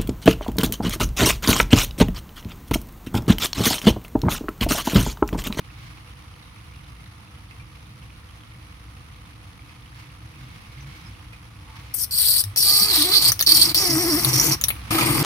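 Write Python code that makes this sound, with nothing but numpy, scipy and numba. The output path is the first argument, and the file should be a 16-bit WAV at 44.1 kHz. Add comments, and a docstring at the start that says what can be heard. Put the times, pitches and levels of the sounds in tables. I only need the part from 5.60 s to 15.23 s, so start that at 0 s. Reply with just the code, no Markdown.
"""A low rumble and a rustle, with a few drips: close above a steel sink, the last water runs down the
covered drain. After six seconds a vortex reaches the strainer and sucks air in fits. Its neck flutters a
few hundred times a second, spitting spray, ringing the air funnel and twice locking into a groan.
Bubbles snap, mostly between the fits, and at last the pipe gurgles wide open. The steel walls answer
at once; the kitchen behind them is faint."""
import sys
import numpy as np
from scipy import signal
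from scipy.fft import rfft, irfft, next_fast_len
from scipy.io import wavfile
from scipy.ndimage import uniform_filter1d, map_coordinates
from numba import njit

SR = 44100
rng = np.random.default_rng(int(sys.argv[2]) if len(sys.argv) > 2 else 0)


def to_wav(sig):
    """Store sig (one row per channel, or 1-D mono) as 16-bit WAV at the path in sys.argv[1].

    Samples outside -1..1 are clipped; the rate is SR.
    """
    pcm = np.clip(np.atleast_2d(sig), -1, 1) * 32767
    pcm = np.round(pcm).astype(np.int16)
    wavfile.write(sys.argv[1], SR, pcm.T)  # frames by channels


N = 424683

# fits in which the vortex stays open: (start [s], end [s], spray [dB], funnel ring [dB], splash [dB],
# splash build-up [s], gurgle [dB], flutter rate [Hz], roughness [0-1])
FITS = [(6.339, 6.444, -34, -39.5, -57, .05, -72, 482.7, 0.25),
        (6.508, 6.812, -27.5, -34.5, -40, 0.29, -60, 458.6, 0.15),
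        (6.961, 7.7, -27, -25.5, -28, 0.29, -39.5, 340.3, 0.66),
        (7.863, 8.115, -28, -25, -31, 0.013, -35.5, 329.8, .8),
        (8.149, 8.945, -27, -26.5, -27.5, 0.02, -28.5, 339.8, .8),
        (9.305, 9.635, -27.5, -32, -24.5, 0.0028, -22.5, 338.6, 0.75)]
# colours of water swishing and splashing in the pipe: (frequency [Hz], gain [dB])
SWISH = [(500, -18), (950, -2), (1950, -4), (2170, 4), (2400, -2), (5400, -9.5), (7200, -19.5),
         (16000, -30)]
SPLASH = [(240, -43.5), (390, -11), (550, -12.5), (710, -4), (1200, 0.5), (1450, -6.5), (1780, -7),
          (2050, 0.5), (3000, -5), (3900, -8), (7300, -14.5), (9000, -43)]
# the drain's balance at the microphones: (frequency [Hz], left minus right [dB])
DRAIN_TILT = [(200, 0), (700, 5.5), (1300, -0.5), (4400, -5), (7000, 1), (8500, 14.5), (10000, 14),
              (13000, 11.5)]
# the flutter locked into a wavering note: (time [s], pitch [Hz], level of the fundamental [dB])
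FIRST_GROAN = [(7.04, 395.5, -48), (7.19, 404.7, -44), (7.305, 422.3, -39.5), (7.335, 333.2, -32),
               (7.355, 313, -52), (7.385, 305, -25), (7.425, 294.4, -26.5), (7.46, 364.8, -27.5),
               (7.495, 360.8, -33), (7.53, 439, -41), (7.575, 375, -36.5), (7.61, 461.2, -45)]
SECOND_GROAN = [(8.17, 432, -34), (8.22, 391.8, -37.5), (8.27, 358.2, -30), (8.335, 323.2, -24.5),
                (8.372, 312.1, -16), (8.415, 374.7, -27.5), (8.455, 323, -20), (8.495, 360.5, -22.5),
                (8.52, 303.6, -19.5), (8.555, 292, -20), (8.58, 352, -22), (8.63, 328.2, -40)]
# both groans: (curve [table], level of the overtones [dB])
GROANS = [(FIRST_GROAN, -39), (SECOND_GROAN, -34)]
GROAN_RAMP_S = .04


def amp(db):
    return 10 ** (np.asarray(db) / 20)


def unit(x):
    """Scale to an rms of 1, taken on the mean of the channels."""
    return x / np.sqrt(np.mean(np.atleast_2d(x).mean(0) ** 2) + 1e-20)


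def along(points, hz):
    """Read (frequency [Hz], value) points on a log axis."""
    knots_hz, values = np.transpose(points)
    return np.interp(np.log(hz + 1), np.log(knots_hz + 1), values)


def curves(rows):
    """One value per sample for each column after the time."""
    times, *columns = np.transpose(rows)
    return [np.interp(np.arange(N) / SR, times, column) for column in columns]


def rise(start, length):
    """0 before the start, then climbing to 1 over the length."""
    return np.clip((np.arange(N) / SR - start) / max(length, 1e-4), 0, 1)


def gate(spans, attack, release):
    """1 during each (start [s], end [s], ...) span, with a ramp at both ends."""
    return sum(rise(start, attack) * (1 - rise(end, release)) for start, end, *_ in spans)


def wobble(rate):
    """A smooth random curve, rate knots a second."""
    return map_coordinates(rng.standard_normal(int(N * rate / SR) + 4), [np.arange(N) * rate / SR])


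def filtered(x, response):
    """x through a complex response of frequency."""
    size = next_fast_len(N + SR // 2)
    return irfft(rfft(x, size) * response(np.fft.rfftfreq(size, 1 / SR)), size)[..., :N]


def coloured(x, spectrum):
    """A causal filter shaped by (frequency [Hz], gain [dB]) points."""
    def response(hz):
        cepstrum = irfft(np.log(np.maximum(amp(along(spectrum, hz)), 1e-5)))
        cepstrum[1:len(cepstrum) // 2] *= 2
        cepstrum[len(cepstrum) // 2 + 1:] = 0
        return np.exp(rfft(cepstrum))
    return filtered(x, response)


def resonant(x, modes, polarity=-1):
    """x through steady resonances; neighbours alternate in sign unless the polarity is 1."""
    def response(hz):
        return sum(polarity ** k * amp(db) * 1j * hz * width / (centre ** 2 - hz ** 2 + 1j * hz * width)
                   for k, (centre, width, db) in enumerate(modes))
    return filtered(x, response)


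@njit
def ringing(x, centre_hz, width_hz):
    """A stereo signal through one gliding resonance of peak gain 1."""
    radius = np.exp(-np.pi * width_hz / SR)
    feedback = 2 * radius * np.cos(2 * np.pi * centre_hz / SR)
    out = np.zeros(x.shape)
    for side in range(2):
        for i in range(2, x.shape[1]):
            drive = (1 - radius) * (x[side, i] - x[side, i - 2])
            out[side, i] = drive + feedback[i] * out[side, i - 1] - radius ** 2 * out[side, i - 2]
    return out


def panned(pair, tilt):
    """Lean each frequency toward the left or the right microphone."""
    return filtered(pair, lambda hz: amp(np.outer([.5, -.5], along(tilt, hz))))


def placed(pair, alike, tilt):
    """Two unrelated signals become left and right with a given likeness and balance, at rms 1."""
    def weights(hz):
        turn = np.arccos(np.clip(along(alike, hz), -1, 1)) / 2
        return np.array([np.cos(turn), np.sin(turn)])
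    mid, side = filtered(pair, weights)
    return unit(panned(np.array([mid + side, mid - side]), tilt))


def echo_cloud(t, t60):
    """A dying cloud of echoes for each side, of energy about 1."""
    cloud = rng.standard_normal((2, len(t))) * amp(-60 * t / t60)
    return cloud / np.linalg.norm(cloud[0])


def basin(x, wall_db, wall_t60, room_db):
    """From drain to microphones: the direct sound, the near steel walls, the kitchen farther off."""
    t = np.arange(SR // 3) / SR
    echo = amp(wall_db) * echo_cloud(t, wall_t60) + amp(room_db) * echo_cloud(t, t60=0.24)
    echo[[0, 1], [0, 8]] += 1  # the direct sound reaches the right side 8 samples later
    heard = signal.fftconvolve(np.atleast_2d(x), echo, axes=1)[:, :N] / np.linalg.norm(echo[0])
    return panned(heard, DRAIN_TILT)


def bubbles(count, centre_hz, spread, life_cycles, size_db):
    """Bubbles scattered in time: each rings for some cycles and rises a little in pitch."""
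    start = rng.integers(0, N, (count, 1))
    pitch, size = rng.standard_normal((2, count, 1))
    hz = np.clip(centre_hz * np.exp(spread * pitch), 300, 9000)
    t = np.arange(SR // 30) / SR
    age = hz * t / life_cycles
    envelope = amp(size_db * np.minimum(size, 2) - 30 * age)
    rings = envelope * np.sin(2 * np.pi * hz * t * (1 + .06 * np.minimum(age, 2)))
    return unit(np.bincount((start + np.arange(len(t))).ravel(), rings.ravel(), N)[:N])


def flow():
    """Under the sink the full pipe rumbles in lumps; water rustles with tiny bubbles and swishes."""
    # colours of the running water: (frequency [Hz], gain [dB])
    rumble_colour = [(25, -30), (35, -14.5), (62, 5), (80, -2.5), (107, 3), (150, -6.5), (200, -12.5),
                     (270, -17), (309, -11.5), (382, -29), (600, -30), (1200, -70)]
    rustle_colour = [(280, -32), (440, -8), (492, 1.5), (560, -14.5), (680, -4), (1210, 2.5), (1580, -4.5),
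                     (2200, -1), (6060, -13), (7690, -23.5), (10200, -13.5), (12500, -27.5), (16000, -32.5)]
    # its width at the microphones: (frequency [Hz], left-right likeness [0-1])
    alike = [(150, 0.97), (380, 0.64), (950, 0)]
    # its balance: (frequency [Hz], left minus right [dB])
    tilt = [(150, -0.5), (950, -4), (6000, -1.5), (15000, 21.5)]
    # brief swells of the flow: (peak time [s], half length [s], rumble gain [dB], swish level [dB])
    swells = [(0.245, 0.15, 2, -52), (4.407, 0.058, 1, -49.5), (4.897, 0.19, 2.5, -54.5),
              (5.35, 0.24, 2, -51), (6.226, 0.18, 1, -52.5)]
    t = np.arange(N) / SR
    stirred = rise(FITS[0][0], 2.7)  # once the vortex is through, the pipe stays stirred up
    rumble_db, rustle_db, swish_gain = -44 + 6.8 * stirred, -53 + 7.9 * stirred, 0
    for peak, half_length, gain_db, swish_db in swells:
        swell = np.exp(-((t - peak) / half_length) ** 2)
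        rumble_db += swell * gain_db
        swish_gain += swell * amp(swish_db)
    lumps = rng.standard_normal((2, N)) * amp(0.22 * wobble(22))
    rumble = placed(coloured(lumps, rumble_colour), alike, tilt)
    grains = rng.standard_normal((2, N)) * amp(0.61 * wobble(22) + 1.56 * wobble(240))
    trickle = np.array([bubbles(count=900, centre_hz=4600, spread=0.4, life_cycles=18, size_db=4)
                        for side in range(2)])
    rustle = placed(coloured(grains + amp(-13.5) * trickle, rustle_colour), alike, tilt)
    flicker = rng.standard_normal((2, N)) * amp(2.5 * wobble(70))
    swish = placed(coloured(flicker, SWISH), alike, tilt)
    return amp(rumble_db) * rumble + amp(rustle_db) * rustle + swish_gain * swish


def plinks(rows, t60, tick_db, tick_t60, tick_colour):
    """A drop or a bubble in the pipe: a wet tick and a short rising ring."""
    t = np.arange(SR // 15) / SR
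    ticks, rings = np.zeros((2, N + SR))
    for start, db, hz in rows:
        at = round(start * SR)
        ticks[at:at + len(t)] += amp(db + tick_db - 60 * t / tick_t60) * rng.standard_normal(len(t))
        rings[at:at + len(t)] += amp(db - 60 * t / t60) * np.sin(2 * np.pi * hz * t * (1 + 1.4 * t))
    return basin(coloured(ticks[:N], tick_colour) + rings[:N], wall_db=-1.5, wall_t60=0.12, room_db=-3)


def drips():
    """Single drops tick faintly down in the pipe."""
    # drops: (time [s], level [dB], ring [Hz])
    drops = [(.826, -39.5, 3760), (1.459, -45, 3820), (1.9096, -39, 2600), (1.9974, -39, 2310),
             (4.0936, -40, 2540), (5.207, -42, 6000), (5.4605, -41, 5200), (5.7314, -36, 2440)]
    return plinks(drops, t60=0.041, tick_db=8, tick_t60=.017, tick_colour=SWISH)


def gulps():
    """A big air pocket in the trap swells quickly into a low note and dies away, dead centre."""
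    # air pockets: (start [s], length [s], peak level [dB], pitch [Hz])
    pockets = [(4.8, 0.1, -37, 128.4), (5.13, 0.27, -38, 137.6), (6.825, 0.13, -26, 99.4),
               (7.205, 0.041, -30, 196), (7.63, 0.14, -29, 120.2), (8.28, 0.068, -27.5, 284),
               (8.3, .11, -23, 135.3), (8.648, 0.097, -17.5, 131.4), (8.725, 0.087, -20.5, 127.5),
               (8.875, 0.082, -20.5, 133.8), (9.305, 0.0707, -20.5, 124.1), (9.405, 0.071, -21.5, 126.7),
               (9.485, .06, -24, 128), (9.598, .07, -26, 115)]
    out = np.zeros(N + SR)
    for start, length, db, hz in pockets:
        t = np.arange(int(length * SR)) / SR
        swell = np.sin(np.pi * (t / length) ** 0.72) ** 2
        out[round(start * SR):][:len(t)] += amp(db) * swell * np.sin(2 * np.pi * hz * t)
    return out[:N]


def whistle(peak_s=6.11, half_length_s=0.11, level_db=-53):
    """The pipe sings faintly just before the vortex breaks through."""
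    # its singing resonances: (frequency [Hz], width [Hz], gain [dB])
    modes = [(875, 32, -2), (1130, 25, 3)]
    swell = np.exp(-((np.arange(N) / SR - peak_s) / half_length_s) ** 2)
    return amp(level_db) * swell * unit(resonant(rng.standard_normal(N), modes))


def current_fit():
    """The columns of the latest fit, one value per sample."""
    rows = np.array(FITS)
    latest = np.maximum(np.searchsorted(rows[:, 0], np.arange(N) / SR) - 1, 0)
    return rows[latest].T


def flutter(wander=.09, groan_roughness=.1):
    """The vortex neck's running count of cycles and its roughness: ragged, but smooth in a groan."""
    # the groan cracks into ragged flutter: (start [s], end [s])
    breaks = [(7.335, 7.37)]
    *_, rate_hz, rough = current_fit()
    rate_hz = rate_hz * np.exp(wander * wobble(14))
    for curve, _ in GROANS:
        locked = gate([(curve[0][0] - GROAN_RAMP_S, curve[-1][0])], GROAN_RAMP_S, GROAN_RAMP_S)
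        rate_hz = rate_hz + locked * (curves(curve)[0] - rate_hz)
        rough = rough + locked * (1 - gate(breaks, .01, .01)) * (groan_roughness - rough)
    rough = np.clip(rough, 0, 1)
    jitter = .6 * rough ** 1.5 * wobble(260)
    return np.cumsum(rate_hz * np.exp(jitter)) / SR, rough


def airflow(release_s=0.012):
    """Strength of the spray and of the funnel's ring: a steady draught with slurps on top."""
    # hard slurps: (start [s], length [s], attack [s], spray [dB], funnel [dB], fade over length [dB])
    slurps = [(6.339, 0.011, 0.0033, -19, -44, 7), (6.358, 0.085, 0.058, -22, -27.5, 2.5),
              (6.512, 0.3, 0.11, -17.5, -23, 3), (6.96, 0.28, 0.011, -20.5, -21, 1),
              (7.266, 0.16, 0.078, -23, -18.5, 0.5), (7.512, 0.06, 0.011, -27.5, -18.5, -2.5),
              (7.608, 0.084, 0.011, -23, -20, -3), (7.859, 0.063, 0.01, -19.5, -16, 0),
              (7.928, 0.12, 0.022, -20, -17.5, -1), (8.145, 0.17, 0.004, -27, -16, 10),
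              (8.722, 0.15, 0.019, -27.5, -19.5, 0), (8.907, 0.027, .012, -23.5, -14, 4.5)]
    t = np.arange(N) / SR
    spray, funnel = amp(current_fit()[2:4])
    for start, length, attack, spray_db, funnel_db, fade_db in slurps:
        tail = np.exp(-np.maximum(t - start - length, 0) / release_s)
        slurp = rise(start, attack) * amp(-fade_db * rise(start, length)) * tail
        spray = np.hypot(spray, amp(spray_db) * slurp)
        funnel = np.hypot(funnel, amp(funnel_db) * slurp)
    return spray, funnel


def spits(cycles, rough, life_s, scatter_db, hiss, shared):
    """Each closing of the neck spits a burst of noise; rough flutter makes the bursts uneven."""
    closings = np.flatnonzero(np.diff(np.floor(cycles)))
    spread_db = 1.5 + scatter_db * np.sqrt(rough[closings])
    size = amp(spread_db * np.clip(rng.standard_normal(len(closings)), -2, 2))
    kicks = np.zeros(N)
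    kicks[closings] = size / np.sqrt(uniform_filter1d(size ** 2, size=14))
    kicks /= np.sqrt(np.gradient(cycles))  # equal power at any flutter rate
    bursts = signal.lfilter([1], [1, -np.exp(-1 / (life_s * SR))], kicks)
    noise = rng.standard_normal((2, N)) + shared * rng.standard_normal(N)
    return unit((unit(bursts) + hiss) * noise)


def core_echoes(x, round_trip_s=.0021, drift=.07, reflected=0.46):
    """Sound bounces up and down the air core, whose drifting length sweeps a comb of resonances."""
    now = np.arange(N)
    trip = SR * round_trip_s * np.exp(drift * wobble(7))
    return unit(sum(reflected ** k * x[:, np.clip(np.rint(now - k * trip).astype(int), 0, N - 1)]
                    for k in range(4)))


def suction(cycles, rough, ring_width_hz=745, bubbles_db=-7.5):
    """Close up at the strainer, bursts hiss as spray and ring the air funnel and the strainer cup."""
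    # the funnel rings high when it is short and sinks as it deepens: (time [s], ring [Hz])
    funnel_pitch = [(6.345, 5900), (6.39, 5700), (6.45, 5500), (6.53, 4820), (6.72, 4320), (6.82, 4700),
                    (6.96, 5600), (7.054, 4720), (7.22, 4720), (7.35, 3930), (7.55, 4200), (7.68, 4600),
                    (7.92, 4390), (7.945, 5160), (7.985, 4172), (8.05, 4792), (8.15, 4750), (8.2, 5400),
                    (8.7, 5662), (8.83, 6182), (8.95, 5700), (9.4, 4840)]
    # colours of the spray and of the funnel heard in the bowl: (frequency [Hz], gain [dB])
    spray_colour = [(4000, -19), (6800, -43), (7460, -10), (8300, 1), (12500, -1), (15200, 2), (16000, -40)]
    bowl_colour = [(1200, -2.5), (3000, 1), (6400, -4), (9000, -12)]
    # resonances of the strainer cup: (frequency [Hz], width [Hz], gain [dB])
    cup_modes = [(3977, 160, 0.5), (4200, 110, -2.5), (4530, 110, 7), (4940, 62, -13), (5210, 70, -23),
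                 (5480, 220, 0), (5830, 130, -2)]
    spray_gain, funnel_gain = airflow()
    funnel_hz = curves(funnel_pitch)[0] * np.exp(.035 * wobble(30))  # its mouth keeps changing size
    bursts = core_echoes(spits(cycles, rough, life_s=0.00036, scatter_db=2.4, hiss=0.15, shared=2.3))
    octave = ringing(bursts, 2 * funnel_hz, width_hz=4100)
    spray = unit(coloured(bursts + 0.44 * octave, spray_colour))
    # small bubbles are torn off into the funnel
    torn = bubbles(count=2000, centre_hz=4400, spread=0.18, life_cycles=35, size_db=4)
    fizz = unit(ringing(np.array([torn, torn]), funnel_hz, ring_width_hz))
    ring = ringing(bursts, funnel_hz, ring_width_hz)
    cup = resonant(ring, cup_modes, polarity=1)
    funnel = unit(coloured(ring + cup, bowl_colour)) + amp(bubbles_db) * fizz
    sucking = spray_gain * amp(-2.0 + 0.58 * wobble(25)) * spray
    sucking += funnel_gain * amp(-2.5 + 0.59 * wobble(40)) * funnel
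    sucking *= gate(FITS, attack=0.00048, release=0.0066)
    return basin(sucking, wall_db=6, wall_t60=0.045, room_db=-8.0)


def waste_pipe(cycles, rough, build_db_per_s=14):
    """Below the strainer, falling water splashes and plops, and the pipe's air column gurgles."""
    # waste pipe resonances: (frequency [Hz], width [Hz], gain [dB])
    modes = [(137.6, 17, -0.5), (243, 26, -3), (301, 41, 2.5), (331.4, 32, 5)]
    # the drain's width at the microphones: (frequency [Hz], left-right likeness [0-1])
    alike = [(280, 0.92), (900, 0.84), (1400, 0.79), (2200, 0.12), (3000, 0.83)]
    t = np.arange(N) / SR
    start, end, _, _, splash_db, build_s, full_db, *_ = current_fit()
    gurgle_db = full_db + 1.0 - build_db_per_s * np.maximum(end - t, 0)
    falling = amp(splash_db + 5.0) * np.clip((t - start) / build_s, 0, 1)
    drops = spits(cycles, rough, life_s=0.00061, scatter_db=2, hiss=1.0, shared=0)
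    splash = falling * placed(coloured(drops, SPLASH), alike, DRAIN_TILT)
    splash *= amp(-7 * (2.0 - rough))  # a smooth vortex splashes less than a ragged one
    air_colour = [(30, 9), (100, 5.0), (250, -4.0), (360, -3.0), (600, 4.0), (1500, -70)]
    air = coloured(rng.standard_normal((2, N)), air_colour)
    gurgle = amp(gurgle_db) * placed(resonant(air, modes), alike, DRAIN_TILT)
    plops = np.array([bubbles(count=2000, centre_hz=1002, spread=0.504, life_cycles=31, size_db=7.0)
                      for side in range(2)])
    plops = amp(full_db - 12) * placed(plops, alike, DRAIN_TILT)  # loud only in a hard gurgle
    return gate(FITS, attack=0.0025, release=0.018) * (splash + plops + gurgle)


def snaps():
    """A film bursting at the strainer gives a bright crack and a short ring of its cavity; once, at 8.647 s,
    the air funnel squirts with the same crack and ring."""
    # single bubbles, and at 8.647 s a squirt of the funnel: (time [s], level [dB], ring [Hz])
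    films = [(6.839, -10, 5330), (6.961, -5.5, 5360), (7.719, 2, 5925), (7.793, -4, 5400),
             (7.803, -2, 4750), (7.81, 1.5, 4360), (7.825, 0, 6120), (8.146, 2.5, 4677), (8.647, 1, 4394),
             (8.898, -8, 6050), (9.013, -6, 6830), (9.039, 3, 5800), (9.084, 0, 10430), (9.09, -5, 10100),
             (9.104, -3.5, 2320)]
    t = np.arange(SR // 20) / SR
    cracks, rings = np.zeros((2, N))
    for start, db, ring_hz in films:
        at = round(start * SR)
        cracks[at:at + len(t)] += amp(db - 10 - 60 * t / 0.0069) * rng.standard_normal(len(t))
        rings[at:at + len(t)] += amp(db - 5.5 - 60 * t / 0.007) * np.sin(2 * np.pi * ring_hz * t)
    crack_colour = [(200, -38), (1000, -4.0), (4500, 3.5), (7000, -39), (9000, 6.5), (15000, 3.5)]
    return basin(coloured(cracks, crack_colour) + rings, wall_db=1.0, wall_t60=0.055, room_db=-11.0)


def groans(cycles):
    """The air column follows the flutter; its overtones flare where they cross the pipe's resonances."""
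    # the pipe's colour on the overtones: (frequency [Hz], gain [dB])
    pipe_colour = [(500, -20), (725, 2), (930, -16.5), (1200, 1), (1450, -12), (2150, 0), (2700, -4.5)]
    overtones = sum(amp(3 * wobble(45)) * np.sin(2 * np.pi * k * cycles + .3 * wobble(70))
                    for k in range(2, 7))
    overtones = unit(coloured(overtones, pipe_colour))
    out = np.zeros(N)
    for curve, overtone_db in GROANS:
        _, level_db = curves(curve)
        fundamental = amp(level_db + 1.5 * wobble(60)) * np.sin(2 * np.pi * cycles)
        sounding = gate([(curve[0][0], curve[-1][0] - GROAN_RAMP_S)], GROAN_RAMP_S, GROAN_RAMP_S)
        out += sounding * (fundamental + amp(overtone_db) * overtones)
    return out


def pops():
    """Big bubbles burst with a splash in the wide-open pipe."""
    # bursts: (time [s], level [dB], ring [Hz])
    bursts = [(9.307, -18, 1197), (9.322, -20.5, 726), (9.3457, -19, 1575), (9.383, -13, 1271),
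              (9.4096, -14.5, 2403), (9.425, -16.5, 950), (9.4679, -18, 2090), (9.486, -20, 1150),
              (9.549, -22, 1150)]
    return plinks(bursts, t60=0.04, tick_db=7, tick_t60=0.075, tick_colour=SPLASH)


def scene():
    """Steady flow under the sink, with the vortex and its bubbles in front."""
    right_lag_s = 0.00013  # the pipe's sound reaches the right microphone later
    cycles, rough = flutter()
    pipe = waste_pipe(cycles, rough) + groans(cycles)
    pipe = filtered(pipe, lambda hz: np.exp(-2j * np.pi * np.outer([0, right_lag_s], hz)))
    return flow() + drips() + gulps() + whistle() + suction(cycles, rough) + pipe + snaps() + pops()


def record(dry):
    """The recorder rounds off the highest peaks and keeps nothing above its band limit."""
    rounded = dry / (1 + np.abs(dry) ** 6) ** (1 / 6)
    return filtered(rounded, lambda hz: hz < 15900)


dry = scene()
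out = record(dry)
to_wav(out)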